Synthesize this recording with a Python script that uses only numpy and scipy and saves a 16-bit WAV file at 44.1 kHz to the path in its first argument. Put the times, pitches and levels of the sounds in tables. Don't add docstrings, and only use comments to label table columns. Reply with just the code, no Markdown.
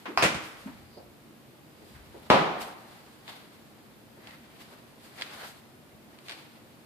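import sys
import numpy as np
from scipy import signal
from scipy.fft import rfft, irfft, next_fast_len
from scipy.io import wavfile

SR = 44100
rng = np.random.default_rng(int(sys.argv[2]) if len(sys.argv) > 2 else 0)


def dump_mix(stems):
    frames = np.atleast_2d(stems).T
    limited = np.clip(frames, -1, 1)
    pcm = np.round(limited * 32767).astype(np.int16)
    wavfile.write(sys.argv[1], SR, pcm)


N = 302159
TAIL_SIZE = 9 * 2 ** 12

# frequency in Hz, correlation.
STEREO_LIKENESS = [(50, 0.53), (130, 0.74), (290, 0.7), (640, 0.45), (1400, 0), (14000, 0.011)]


def door_slam():
    # start in seconds, level in dB.
    hits = [(2.3002, -2), (2.3020, 12.5), (2.3105, 0.5), (2.3158, 0), (2.3448, 2)]
    # frequency in Hz, relative level in dB.
    colour = [(30, -17), (55, -17), (110, -9), (170, 2), (270, -1.5), (370, 0), (460, -1.5), (780, 1),
              (1080, -2), (1600, -8), (2200, -9.5), (3300, -13.5), (4100, -17.5), (5200, -24.5),
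              (6100, -29), (14000, -43)]
    # frequency in Hz, level in dB, seconds to fall 60 dB.
    steel_modes = [(218, -8, 1), (270, -19, 0.72), (363, -8, 0.79), (415, 7.5, 0.32), (536, 5, 0.44),
                   (610, -7, 0.42), (670, -14, 0.4), (717, -3, 0.93), (720, -3, 0.6), (780, 1, 0.62),
                   (989, 12, 0.29), (1090, -2, 0.27), (1050, -1, 0.52), (1260, 3.5, 0.69),
                   (2380, -10.5, 0.9), (3200, -18, 0.36)]
    slam = impacts(hits, colour, shake_db=1.5, shake_t60=0.35, room_db=1, soft_hz=8900, spread_s=0.00043)
    return slam + ringing(hits, steel_modes, ring_db=-42)


def door_stop():
    # start in seconds, level in dB.
    hits = [(0.1741, -2.5), (0.1750, 5)]
    # frequency in Hz, relative level in dB.
    colour = [(40, -14.5), (200, -12), (540, -8), (850, -0.5), (1150, 1), (1800, -7), (2150, -8),
              (2600, -6), (3700, -21), (4600, -12), (5250, -11), (6200, -27), (14000, -34.5)]
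    return impacts(hits, colour, shake_db=3.5, shake_t60=0.45, room_db=-6, soft_hz=6000, spread_s=0.000636)


def shelf_clatter():
    # start in seconds, level in dB.
    hits = [(0.2245, 4), (0.2275, 0), (0.2318, -12), (0.2374, 3), (0.2495, -6.5), (0.272, -21),
            (0.345, -10.5), (0.437, -32)]
    # frequency in Hz, relative level in dB.
    colour = [(30, -54), (60, -13), (130, 0), (430, -3), (570, -0.5), (780, -5.5), (1500, -1.5), (1830, -3),
              (2150, -0.5), (3300, -6.5), (4500, -12.5), (9400, -18), (14000, -30.5)]
    # frequency in Hz, level in dB, seconds to fall 60 dB.
    plastic_modes = [(317, -5, 1), (555, 8, 0.3), (950, -8, 0.39), (1361, 3.5, 0.57), (1470, -4, 0.43),
                     (2100, -17, .45), (2350, 3, 0.35), (2800, -13, 0.27), (3440, 3, 0.2)]
    clatter = impacts(hits, colour, shake_db=5.5, shake_t60=0.25, room_db=-4,
                      soft_hz=4000, spread_s=0.00054)
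    return clatter + ringing(hits, plastic_modes, ring_db=-38)


def hinge():
    # moment of greatest speed in seconds, level in dB, swell in seconds.
    swings = [(0.98, -60, 0.18), (1.94, -67, .4)]
    # frequency in Hz, relative level in dB.
    colour = [(3000, -41), (4400, -14), (4900, -11), (5400, -28), (7000, -46)]
    return movement(swings, fade_s=0.078) * rubbing(colour, flutter_db=1.5)


def bumps():
    # start in seconds, level in dB, pitch in Hz, octaves from the peak to 7 dB down.
    touches = [(0.055, -13, 1020, 1.2), (0.078, -16, 322, 0.53), (0.346, -17, 134, 1.06),
               (0.656, -16, 220, 0.38), (0.671, -25, 840, 1.2), (0.970, -22.5, 530, 0.65),
               (1.812, -27.5, 290, 0.98), (1.95, -32.5, 1580, 0.56), (2.143, -22, 423, 0.93),
               (4.171, -30.5, 396, 1.14), (4.72, -33, 440, 0.91), (6.384, -41, 1380, 0.51)]
    hump_db = [-48, -24, -7, 0, -7, -24, -48]
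    out, echoes = np.zeros((2, N)), from_db(-1.5) * kitchen_tail()
    for start_s, db, hz, octaves in touches:
        resonance = np.c_[hz * 2 ** (octaves * np.arange(-3, 4)), hump_db]
        touch = contact(shake_db=8, shake_t60=0.27, soft_hz=1200) * (1 - decay(0.01))
        add(out, start_s, from_db(db) * coloured(touch + echoes, resonance))
    return out


def floor_ticks():
    # start in seconds, level in dB.
    hits = [(3.279, -22), (4.272, -25), (4.308, -28), (5.178, -32), (5.186, -25), (5.212, -16),
            (5.221, -9.5), (6.188, -31), (6.284, -19), (6.295, -16), (6.302, -22), (6.311, -20),
            (6.320, -18), (6.3255, -23)]
    # frequency in Hz, relative level in dB.
    colour = [(60, -49), (400, -0.5), (900, -1.5), (1600, 6), (2400, 7.5), (3300, 7), (4600, 4.5),
              (5700, -7), (9500, -10), (14000, -46)]
    return impacts(hits, colour, shake_db=1.5, shake_t60=0.038, room_db=-5,
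                   soft_hz=7000, spread_s=0.00021)


def sole_scuffs(fade_s=0.16, rasp_db=6.5, rasp_octaves=0.59):
    # peak time in seconds, level in dB, swell in seconds, rasp pitch in Hz.
    slides = [(2.96, -65, .06, 2000), (3.283, -44, 0.027, 3460), (4.275, -49.5, 0.092, 2030),
              (4.61, -55.5, 0.17, 2830), (4.725, -54.5, 0.049, 1230), (5.182, -45.5, 0.014, 2240),
              (5.225, -58, 0.052, 3000), (5.29, -70, 0.12, 1720), (5.41, -44, 0.22, 1450),
              (6.108, -58.5, 0.04, 1100), (6.30, -49, .05, 4200), (6.395, -53.5, 0.12, 2500)]
    # frequency in Hz, relative level in dB.
    colour = [(150, -18), (350, -6), (800, 1.5), (1400, -2.5), (2000, -3), (2600, -7), (4600, -7.5),
              (5700, -17), (14000, -19)]
    friction = rubbing(colour, flutter_db=3)
    out = movement([], fade_s, rest_db=-60) * friction
    for peak_s, db, swell_s, hz in slides:
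        hump = np.c_[hz * 2 ** (rasp_octaves * np.array([-1, 0, 1])), [0, rasp_db, 0]]
        rasp = unit_energy(coloured(friction, hump)) * np.sqrt(N)
        out += movement([(peak_s, db, swell_s)], fade_s) * rasp
    return out


def sleeve_rustle():
    # peak time in seconds, level in dB, swell in seconds.
    brushes = [(0.44, -47.5, 0.039), (0.61, -57.5, 0.44), (1.96, -57.5, .35), (2.615, -42, 0.034),
               (3.29, -60, 0.037), (4.62, -52.5, 0.062), (5.05, -52.5, 0.074), (5.20, -50.5, 0.074),
               (5.475, -47.5, 0.35), (6.295, -54.5, 0.1), (6.41, -67, .05)]
    # frequency in Hz, relative level in dB.
    colour = [(1500, 5.5), (4500, 5), (6000, -3), (8500, -0.5), (14000, -5)]
    return movement(brushes, fade_s=0.17, rest_db=-64) * rubbing(colour, flutter_db=3, flutter_count=200)


def floor_rumble():
    # peak time in seconds, level in dB, swell in seconds.
    treads = [(0.69, -55, 0.086), (2.0, -56, 0.43), (3.7, -67, 0.4), (4.3, -67.5, 0.46), (5.85, -65, 0.28)]
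    # frequency in Hz, relative level in dB.
    colour = [(15, -54), (35, -10), (55, 8), (95, 9), (140, -12), (300, -42)]
    return movement(treads, fade_s=0.76, rest_db=-72, fidget=0.091) * rubbing(colour, flutter_db=1.5)


def kitchen_tail(build_s=0.0033):
    # frequency in Hz, seconds to fall 60 dB.
    reverb_times = [(100, 0.55), (1200, 0.96), (3200, 0.79), (6500, 0.73), (13000, 0.31)]
    noise, hz = rfft(diffuse(TAIL_SIZE)), bins(TAIL_SIZE)
    centres, t60s = np.transpose(reverb_times)
    bands = [at_hz(np.c_[centres, weights], hz) for weights in np.eye(len(centres))]
    tail = sum(irfft(noise * band) * decay(t60) for band, t60 in zip(bands, t60s))
    return unit_energy(tail * (1 - decay(np.log(1000) * build_s)))


def room_tone():
    # frequency in Hz, relative level in dB.
    colour = [(20, -44), (60, -35), (100, -7), (145, -3), (185, -7.5), (228, 0.5), (262, -7), (300, -4),
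              (420, -10), (700, -12.5), (1000, -16.5), (2400, -21), (4700, -25.5), (5800, -30.5),
              (14500, -28.5)]
    return from_db(-53.5) * coloured(diffuse(N), colour)


def impacts(hits, colour, shake_db, shake_t60, room_db, soft_hz, spread_s):
    out = np.zeros((2, N))
    for start_s, db in hits:
        hit = contact(shake_db, shake_t60, soft_hz, spread_s) + from_db(room_db) * kitchen_tail()
        add(out, start_s, from_db(db) * hit)
    return coloured(out, colour)


def contact(shake_db, shake_t60, soft_hz, spread_s=0.0009, lag_s=0.00011):
    hz = bins(TAIL_SIZE)
    bending_phase = 4 * np.pi * spread_s * np.sqrt(hz * 1000)
    lag_phase = 2 * np.pi * hz * lag_s * np.array([[1], [0]])
    click = irfft(np.exp(-1j * (bending_phase + lag_phase)) / (1 + 1j * hz / soft_hz))
    shake = unit_energy(diffuse(TAIL_SIZE) * decay(shake_t60))
    return click * decay(1) + from_db(shake_db) * shake


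def ringing(hits, modes, ring_db):
    ring, t = np.zeros((2, TAIL_SIZE)), np.arange(TAIL_SIZE) / SR
    for hz, mode_db, t60 in modes:
        phase_gap = np.arccos(at_hz(STEREO_LIKENESS, hz)) * rng.choice([-1, 1])
        phase = phase_gap * np.array([[0.5], [-0.5]]) + rng.uniform(0, 2 * np.pi)
        ring += from_db(mode_db) * np.sin(2 * np.pi * hz * t + phase) * decay(t60)
    out = np.zeros((2, N))
    start_s, db = max(hits, key=lambda hit: hit[1])
    add(out, start_s, from_db(db + ring_db) * ring * (1 - decay(0.062)))
    return out


def rubbing(colour, flutter_db, flutter_count=400):
    catch = np.interp(np.arange(N), np.linspace(0, N, flutter_count), rng.standard_normal(flutter_count))
    return from_db(flutter_db * catch) * coloured(diffuse(N), colour)


def movement(strokes, fade_s, rest_db=-120, fidget=0.87):
    # time in seconds, level in dB before scaling by fidget.
    restlessness = [(0.7, 2), (1.25, -23.5), (1.7, -15), (2.2, 1.5), (2.9, 2.5), (3.6, -5.5), (4.05, -15),
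                    (4.4, -15), (5.3, -2), (5.85, -19), (6.5, -9)]
    t = np.arange(N) / SR
    power = from_db(rest_db + fidget * np.interp(t, *np.transpose(restlessness))) ** 2
    for peak_s, db, swell_s in strokes:
        drop_db = 20 * np.maximum((peak_s - t) / swell_s, (t - peak_s) / fade_s)
        power += from_db(db - drop_db) ** 2
    return np.sqrt(power)


def diffuse(size):
    padded = 2 * next_fast_len(size // 2 + 1)
    mid, side = rfft(rng.standard_normal((2, padded)))
    alike = at_hz(STEREO_LIKENESS, bins(padded))
    spectrum = np.sqrt((1 + alike) / 2) * mid + np.sqrt((1 - alike) / 2) * side * [[1], [-1]]
    return irfft(spectrum)[:, :size]


def coloured(x, colour, size=8192):
    cepstrum = irfft(np.log(from_db(at_hz(colour, bins(size)))))
    cepstrum[1:size // 2] *= 2
    cepstrum[size // 2 + 1:] = 0
    response = unit_energy(irfft(np.exp(rfft(cepstrum))))
    return signal.oaconvolve(x, response[None], axes=1)[:, :x.shape[1]]


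def decay(t60):
    return np.exp(-np.log(1000) * np.arange(TAIL_SIZE) / SR / t60)


def from_db(db):
    return 10 ** (np.asarray(db) / 20)


def at_hz(points, hz):
    known_hz, values = np.transpose(points)
    return np.interp(np.log(hz + 0.0011), np.log(known_hz), values)


def bins(size):
    return np.arange(size // 2 + 1) * SR / size


def unit_energy(x):
    return x / np.sqrt(np.mean(np.sum(x ** 2, axis=-1)))


def add(track, start_s, sound):
    start = round(start_s * SR)
    track[:, start:start + sound.shape[1]] += sound[:, :N - start]


def scene():
    door = door_stop() + shelf_clatter() + door_slam() + hinge()
    soft_bumps = bumps()
    feet = (floor_ticks() + sole_scuffs()) * from_db([[0.47], [-0.47]])
    return door + soft_bumps + feet + sleeve_rustle() + floor_rumble() + room_tone()


def record(dry):
    low_cut = signal.butter(3, 40, "high", fs=SR, output="sos")
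    high_cut = signal.ellip(12, 0.1, 80, 14700, fs=SR, output="sos")
    clipped = np.clip(signal.sosfilt(low_cut, dry), -0.96, 0.96)
    return signal.sosfilt(high_cut, clipped)


dry = scene()
out = record(dry)
dump_mix(out)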